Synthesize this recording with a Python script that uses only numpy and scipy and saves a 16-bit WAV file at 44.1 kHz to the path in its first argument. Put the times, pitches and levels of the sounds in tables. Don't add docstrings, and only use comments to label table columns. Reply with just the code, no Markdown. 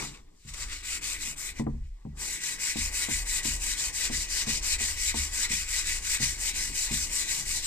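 import sys
import numpy as np
from scipy import signal
from scipy.fft import rfft, irfft, next_fast_len
from scipy.io import wavfile
from scipy.ndimage import uniform_filter1d, map_coordinates

SR = 44100
rng = np.random.default_rng(int(sys.argv[2]) if len(sys.argv) > 2 else 0)


def linear_from_db(decibels):
    return 10 ** (np.asarray(decibels, float) / 20)


def pcm_store(signal):
    levels = np.round(np.clip(np.atleast_2d(signal), -1, 1) * 32767)
    wavfile.write(sys.argv[1], SR, levels.astype(np.int16).T)


N = 337806
T = np.arange(N) / SR


def unit(x):
    return x / np.sqrt(np.mean(x ** 2) + 1e-20)


def along(points, hz, axis=1):
    table = np.transpose(points)
    return np.interp(np.log(hz + 1), np.log(table[0] + 1), table[axis])


def curves(rows):
    s, *columns = np.transpose(rows)
    return np.array([np.interp(T, s, column) for column in columns])


def wobble(rate):
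    knots = rng.standard_normal(int(N * rate / SR) + 4)
    return map_coordinates(knots, [T * rate])


def filtered(x, response):
    size = next_fast_len(N + SR // 2)
    hz = np.fft.rfftfreq(size, 1 / SR)
    return irfft(rfft(x, size) * response(hz), size)[..., :N]


def coloured(x, spectrum):
    return unit(filtered(x, lambda hz: linear_from_db(along(spectrum, hz))))


def sanding():
    grit_db, steel_db, scratch_db, dip_db, place = stroke_levels(
        sharp=2.26, reach=1.35, eager=0.93, steel_dip=0.46, edge_db=1.0)
    press_db = .35 * wobble(30) + .8 * wobble(150)
    grains = patchy(catches(rate=8000, spread_db=2.5, smooth=1.1), patchy_db=1.5)
    layers = grit(grains, grit_db + press_db) + scratch(grains, scratch_db + press_db)
    layers = layers + steel(grains, steel_db + press_db) + palm(grains, dip_db)
    return layers + tip(grains, grit_db + press_db, place)


# hz, relative_db
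FINE_GRIT = [(3650, -37), (6200, -8), (7930, 3), (10100, -12.5), (15100, -21)]


def grit(grains, level_db):
    return linear_from_db(level_db - 2.0) * coloured(grains, FINE_GRIT)


# hz, relative_db
COARSE_GRIT = [(1760, -39.5), (3000, -7), (3180, -17), (3900, -8), (4500, -1.5), (5400, -1.5), (6000, -3.5),
               (6800, -4.5), (8840, -29), (15000, -120)]


def scratch(grains, level_db):
    return linear_from_db(level_db - 0.5) * coloured(grains, COARSE_GRIT)


# pitch_hz, width_hz, relative_db
STEEL_MODES = [(947, 50, -20), (1829, 40, -5), (1943, 38, -1.5), (2130, 60, -6), (2478, 60, -5),
               (2753, 25, -3), (3913, 50, -11), (4033, 70, -11), (4337, 30, -9), (4846, 70, -9),
               (5349, 55, -8), (5953, 30, -8), (6239, 35, -7)]
# hz, relative_db
HELD_SHEET = [(760, -101), (1300, -19), (1600, -3), (1940, -0.5), (2120, 6.5), (2440, -2), (3300, -9.5),
              (4290, -35.5), (7260, -120)]
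# hz, relative_db
LOOSE_SHEET = [(760, -19.5), (1300, -6.5), (1720, -9), (1950, -2), (2420, 1.5), (3100, -10), (3600, -6.5),
               (4680, -20), (7920, -120)]


def steel(grains, level_db):
    def modes(hz):
        response = 0
        for k, (centre, width, db) in enumerate(STEEL_MODES):
            damping = 1j * hz * width
            response = response + (-1) ** k * linear_from_db(db) * damping / (centre ** 2 - hz ** 2 + damping)
        return response

    grip = np.clip(curves(HANDS)[0], 0, 1)
    ring = unit(filtered(grains, modes))
    held = linear_from_db(-3) * coloured(grains, HELD_SHEET) + linear_from_db(-3) * ring
    loose = linear_from_db(3.5) * coloured(grains, LOOSE_SHEET)
    return linear_from_db(level_db) * patchy(grip * held + (1 - grip) * loose, patchy_db=1.5)


# hz, relative_db
THIN_END = [(2900, -120), (3250, -13.5), (3600, -1), (4100, 2.5), (4600, -37), (6000, -120)]


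def tip(grains, grit_db, place):
    below_grit_db, swing_db = -22.5, 10.5
    return linear_from_db(grit_db + below_grit_db + swing_db * place) * coloured(grains, THIN_END)


# hz, relative_db
PALM_DRAG = [(250, -5), (420, -3), (587, 1.5), (731, -3), (822, 5.5), (1130, -0.5), (1500, -15),
             (1950, -2.5), (3300, -120)]
# time_s, level_db
PALM_OVER_TOP = [(0, 1.5), (.3, -7.5), (.62, 1.5), (.8, -12), (1.2, -6), (2.3, -2), (3, 1.5), (4.5, -4.5),
                 (6, -3.5), (7, -3), (7.6, 0)]


def palm(grains, dip_db):
    drag_db = curves(BENCH_SHAKE)[1] + curves(PALM_OVER_TOP)[0]
    return linear_from_db(drag_db + 0.074 * dip_db + 3.1 * wobble(12)) * coloured(grains, PALM_DRAG)


# start_s, grit_turn_db, grit_middle_db
STROKE_TURNS = [(0.821, -77, -35.5), (1.006, -65, -34.5), (1.181, -47, -36), (1.355, -72, -37),
                (1.534, -68, -53), (2.173, -52, -35), (2.4, -47.5, -34.5), (2.579, -52, -33),
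                (2.752, -43.5, -33.5), (2.911, -45, -31), (3.08, -41, -32), (3.247, -48, -30),
                (3.419, -47, -33), (3.592, -46, -31.5), (3.76, -43, -33), (3.919, -53, -32),
                (4.104, -50, -34), (4.276, -48, -32), (4.458, -51, -33.5), (4.614, -52, -30.5),
                (4.777, -64, -32), (4.964, -44, -30), (5.133, -48.5, -33.5), (5.307, -45, -31),
                (5.48, -53, -33), (5.666, -46, -32), (5.839, -43.5, -33.5), (6.015, -46.5, -30),
                (6.189, -44, -33), (6.374, -45, -31.5), (6.53, -46, -33), (6.727, -41.5, -30.5),
                (6.896, -40, -32), (7.094, -43, -30.5), (7.259, -40.5, -31.5), (7.447, -42, -32),
                (7.617, -41, -31.5), (7.79, -45, -32)]
# time_s, grip_0_to_1, swell_db, steel_db, scratch_db
HANDS = [(0.1, 0, -35, -9, -17), (.9, 0.37, -2, -5.5, -4.5), (1.3, 0.6, 1, -10, -9),
         (2.2, 0.92, 0.5, -6, -7), (2.7, 0.85, .5, -5, -3), (3.1, 0.93, 2.5, -8, -7.5),
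         (3.8, 0.88, 1.2, -7, -4), (4.4, 0.8, 1.5, -6.5, 0), (5.0, 0.79, 2.5, -7.5, -4),
         (5.6, 0.68, 2.5, -6.5, -4), (6.2, 0.8, 4, -7, -3.5), (6.9, 0.94, 1.5, -8, -5),
         (7.6, 0.8, 1, -11, -4.5)]


def stroke_levels(sharp, reach, eager, steel_dip, edge_db):
    longest_s = .3
    pull_steel, pull_scratch = 0.45, .5
    start, turn, middle = np.transpose(STROKE_TURNS)
    k = np.clip(np.searchsorted(start, T, "right") - 1, 0, len(start) - 2)
    length = start[k + 1] - start[k]
    u = np.clip((T - start[k]) / length, 0, 1)
    _, swell, steel_re, scratch_re = curves(HANDS)
    top = middle[k] - (-1) ** k * swell * np.clip((u - .51) / 0.32, -.8, .8)
    speed = np.minimum(reach * np.abs(np.sin(np.pi * u ** eager)), 1)
    turn_db = np.where(u < .5, turn[k], turn[k + 1])
    still = linear_from_db(np.minimum(turn_db - top, 0)) ** 2
    dip = 10 * np.log10(still + (1 - still) * speed ** sharp)
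    pull = swell * np.sin(np.pi * (k + u))
    place = np.cos(np.pi * (k + u))
    steel_db = top + steel_dip * dip + edge_db * place + steel_re + pull_steel * pull
    scratch_db = top + dip + scratch_re + pull_scratch * pull
    pause = (T < start[0]) | (length > longest_s)
    return np.where(pause, brush_levels(), [top + dip, steel_db, scratch_db, dip, place])


# peak_s, grit_peak_db, rise_s, fall_s, steel_db
LIGHT_BRUSHES = [(0.028, -38.5, 0.41, 0.112, -6.5), (.15, -56, 0.14, 0.082, 1.5), (.41, -65, 0.14, .3, -13),
                 (.49, -45, 0.041, 0.069, -6.5), (0.54, -41.5, 0.0098, 0.071, -4.5),
                 (0.628, -39, 0.15, 0.064, -6), (0.731, -41, 0.094, 0.14, -1.5),
                 (1.588, -47, 0.065, 0.048, 1), (1.7, -73.5, .3, .5, 2), (1.87, -73.5, 0.21, .09, 6),
                 (2.172, -59, 0.033, .05, -8)]


def brush_levels():
    resting_db, resting_steel_db, scratch_re_db = -80.5, 4.5, -1.5
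    s, peak, rise, fall, steel_re = np.transpose(LIGHT_BRUSHES)[:, :, None]
    lag = T - s
    each = peak - 20 * np.where(lag < 0, -lag / rise, lag / fall)
    grit_db = np.maximum(each.max(0), resting_db)
    loudest_steel = steel_re[each.argmax(0), 0]
    steel_now = np.where(grit_db > resting_db, loudest_steel, resting_steel_db)
    steel_db = grit_db + uniform_filter1d(steel_now, size=900)
    return [grit_db, steel_db, grit_db + scratch_re_db, 0 * T, 0 * T]


def catches(rate, spread_db, smooth):
    hardness = linear_from_db(spread_db * np.minimum(rng.exponential(size=N), 3))
    size = hardness * (rng.random(N) < rate / SR)
    clicks = unit(size * rng.standard_normal((2, N)))
    return unit(clicks + smooth * rng.standard_normal((2, N)))


def patchy(x, patchy_db):
    z = signal.stft(x, nperseg=512)[2]
    field = rng.standard_normal(z.shape[1:])
    field = uniform_filter1d(uniform_filter1d(field, size=6, axis=0), size=8, axis=1)
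    return signal.istft(z * linear_from_db(patchy_db * unit(field)), nperseg=512)[1][:, :N]


# start_s, gain_db, sway_db, hardness_db_per_octave
BENCH_KNOCKS = [(0.041, -37, -9, 1), (0.449, -44, 5.5, -11.5), (1.272, -46, -18, -15.5),
                (1.596, -18.5, -13, 2.2), (1.666, -18, -5, 2.5), (1.738, -35.5, -12, -2),
                (2.051, -26.5, -4.5, -1), (2.757, -25.5, -2.5, 2), (3.085, -27, -0.5, 4.5),
                (3.452, -30.5, 5.5, 3.3), (4.098, -28.5, 1.5, 3.5), (4.469, -27, -2.5, 4),
                (4.805, -32, -13, 3.5), (5.142, -27.5, 3.5, 6), (5.504, -27.5, -3, -2),
                (6.2, -26.5, -0.5, 0), (6.693, -39.5, -7, 5), (6.909, -26, -1.5, -0.5),
                (7.376, -45, -6.5, -15)]
# pitch_hz, level_db, t60_s
BENCH_TOP = [(138, -5, .35), (162, -4, .28), (195, -6, .12), (228, 2.5, .22), (258, -2.5, .13),
             (295, -3, .13), (393, -12, .12), (452, -14, .12), (571, -20, .1), (721, -20, .1),
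             (797, -16, .08), (921, -20, .1), (1010, -22, .1), (1900, -34, .03)]
# pitch_hz, level_db, t60_s, build_up_s
BENCH_LEGS = [(38, 5.5, 0.77, 0.11), (69.1, 0.5, 0.48, 0.051)]


def knocks(count=14):
    out, t = np.zeros(N + SR), np.arange(SR // 2) / SR
    top, legs = np.array(BENCH_TOP), np.array(BENCH_LEGS)
    for s, db, sway_db, hard_db in BENCH_KNOCKS:
        thud_hz = 300 * 7 ** rng.random(count)
        luck = rng.standard_normal((len(legs) + len(top) + count, 2))
        hz = np.r_[legs[:, 0], top[:, 0], thud_hz] * (1 + .015 * luck[:, 0])
        t60 = np.r_[legs[:, 2], top[:, 2], .8 * along(BENCH_TOP, thud_hz, axis=2)]
        level = np.r_[legs[:, 1] + sway_db, top[:, 1], along(BENCH_TOP, thud_hz) - 5]
        level = level + 2.5 * luck[:, 1]
        level = level + (hz > 100) * (hard_db * np.log2(hz / 227) - 5.0)
        build = np.r_[legs[:, 3], .6 / hz[len(legs):]]
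        decay = np.log(1000) / t60
        rings = linear_from_db(level)[:, None] * np.exp(np.outer(2j * np.pi * hz - decay, t)).imag
        onset = 1 - np.exp(-(t / build[:, None]) ** 2)
        out[round(s * SR):][:len(t)] -= linear_from_db(db) * np.sum(onset * rings, axis=0)
    return out[:N]


# time_s, legs_db, top_db
BENCH_SHAKE = [(0.04, -46, -48), (0.19, -55, -59.5), (0.42, -62, -77.5), (0.64, -34, -53.5),
               (0.8, -44.5, -69.5), (0.98, -44.5, -58), (1.43, -47.5, -58), (1.6, -41, -60.5),
               (1.69, -36, -53), (1.79, -33, -68), (1.9, -40, -79), (2.09, -67, -68), (2.22, -52, -54),
               (2.5, -53.5, -58.5), (2.98, -45, -57), (4.6, -43, -53.5), (4.91, -34, -59),
               (5.21, -44, -55.5), (5.7, -40.5, -59.5), (6.7, -41.5, -56), (6.93, -41, -56),
               (7.3, -46.5, -55), (7.66, -40.5, -55.5)]
# hz, relative_db
LEG_SWAY = [(11, -13), (18, 7), (32, 0.5), (46, -1.5), (81, -8), (102, -25.5), (110, -20.5), (140, -59),
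            (240, -120)]
# hz, relative_db
TOP_RATTLE = [(59, -47), (100, 0), (135, 3), (247, -3), (280, 3.5), (397, -2.5), (480, -9), (620, -54),
              (1060, -120)]


def shaking():
    legs_db, top_db = curves(BENCH_SHAKE)
    legs = linear_from_db(legs_db + .8 * wobble(6)) * coloured(rng.standard_normal((2, N)), LEG_SWAY)
    top = linear_from_db(top_db + 1.8 * wobble(9)) * coloured(rng.standard_normal((2, N)), TOP_RATTLE)
    return legs + top


# hz, t60_s
SHOP_DECAY = [(200, 0.21), (2000, 0.1), (8000, 0.15), (15000, 0.095)]


def shop(x):
    hz, t, z = signal.stft(rng.standard_normal((2, SR // 2)), SR, nperseg=256)
    fade = linear_from_db(-60 * t / along(SHOP_DECAY, hz)[:, None])
    tail = signal.istft(z * fade, SR, nperseg=256)[1]
    return signal.fftconvolve(x, tail / np.linalg.norm(tail[0]), axes=1)[:, :N]


# hz, relative_db
SHOP_AIR = [(150, -40), (300, 5), (480, -2), (980, -10), (3850, -4), (7730, -8), (10400, -18), (15500, -22)]


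def shop_air():
    return linear_from_db(-72 + 0.4 * wobble(5.15)) * coloured(rng.standard_normal((2, N)), SHOP_AIR)


# hz, likeness_0_to_1, left_lead_rad
STEREO_LIKENESS = [(60, .99, 0.01), (217, 0.93, 0.41), (318, 0.64, 1.57), (635, 1, 1.8), (750, 0.33, 2.4),
                   (900, 0, 0.37), (1280, 0.93, 1.7), (1820, 1, 0.98), (2460, 1, 1.62), (3450, 0.66, 1.49),
                   (5000, 0, 3.7), (6700, 0.39, 3.5), (7140, 1, .1), (9200, 0.61, .01), (9500, 0.05, .01),
                   (15000, 0.1, .01)]
# hz, left_over_right_db
STEREO_LEAN = [(60, 0.5), (110, 1), (200, 0.5), (380, 0.5), (700, 6), (1290, 1.5), (2380, 1.5), (4400, 2.5),
               (8120, 4), (15000, 15)]


def stereo_image(pair):
    def spread(hz):
        turn = np.arccos(np.clip(along(STEREO_LIKENESS, hz), 0, 1)) / 2
        return np.array([np.cos(turn), np.sin(turn)])

    def offset(hz):
        half = linear_from_db(along(STEREO_LEAN, hz) / 2) * np.exp(.5j * along(STEREO_LIKENESS, hz, axis=2))
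        return np.array([half, 1 / half])

    mid, side = filtered(pair, spread)
    return filtered(np.array([mid + side, mid - side]), offset)


def scene():
    rasp, blows = sanding(), knocks()
    echo = shop(linear_from_db(-11.5) * rasp + linear_from_db(-19) * blows)
    direct_blows = blows * [[1], [0]]
    return stereo_image(rasp + direct_blows + echo + shaking() + shop_air())


def top_cut(x):
    return signal.sosfilt(signal.butter(12, 16400, fs=SR, output="sos"), x)


def record(dry):
    mix = filtered(dry, lambda hz: hz < 15250) - .0006
    return top_cut(mix)


dry = scene()
out = record(dry)
pcm_store(out)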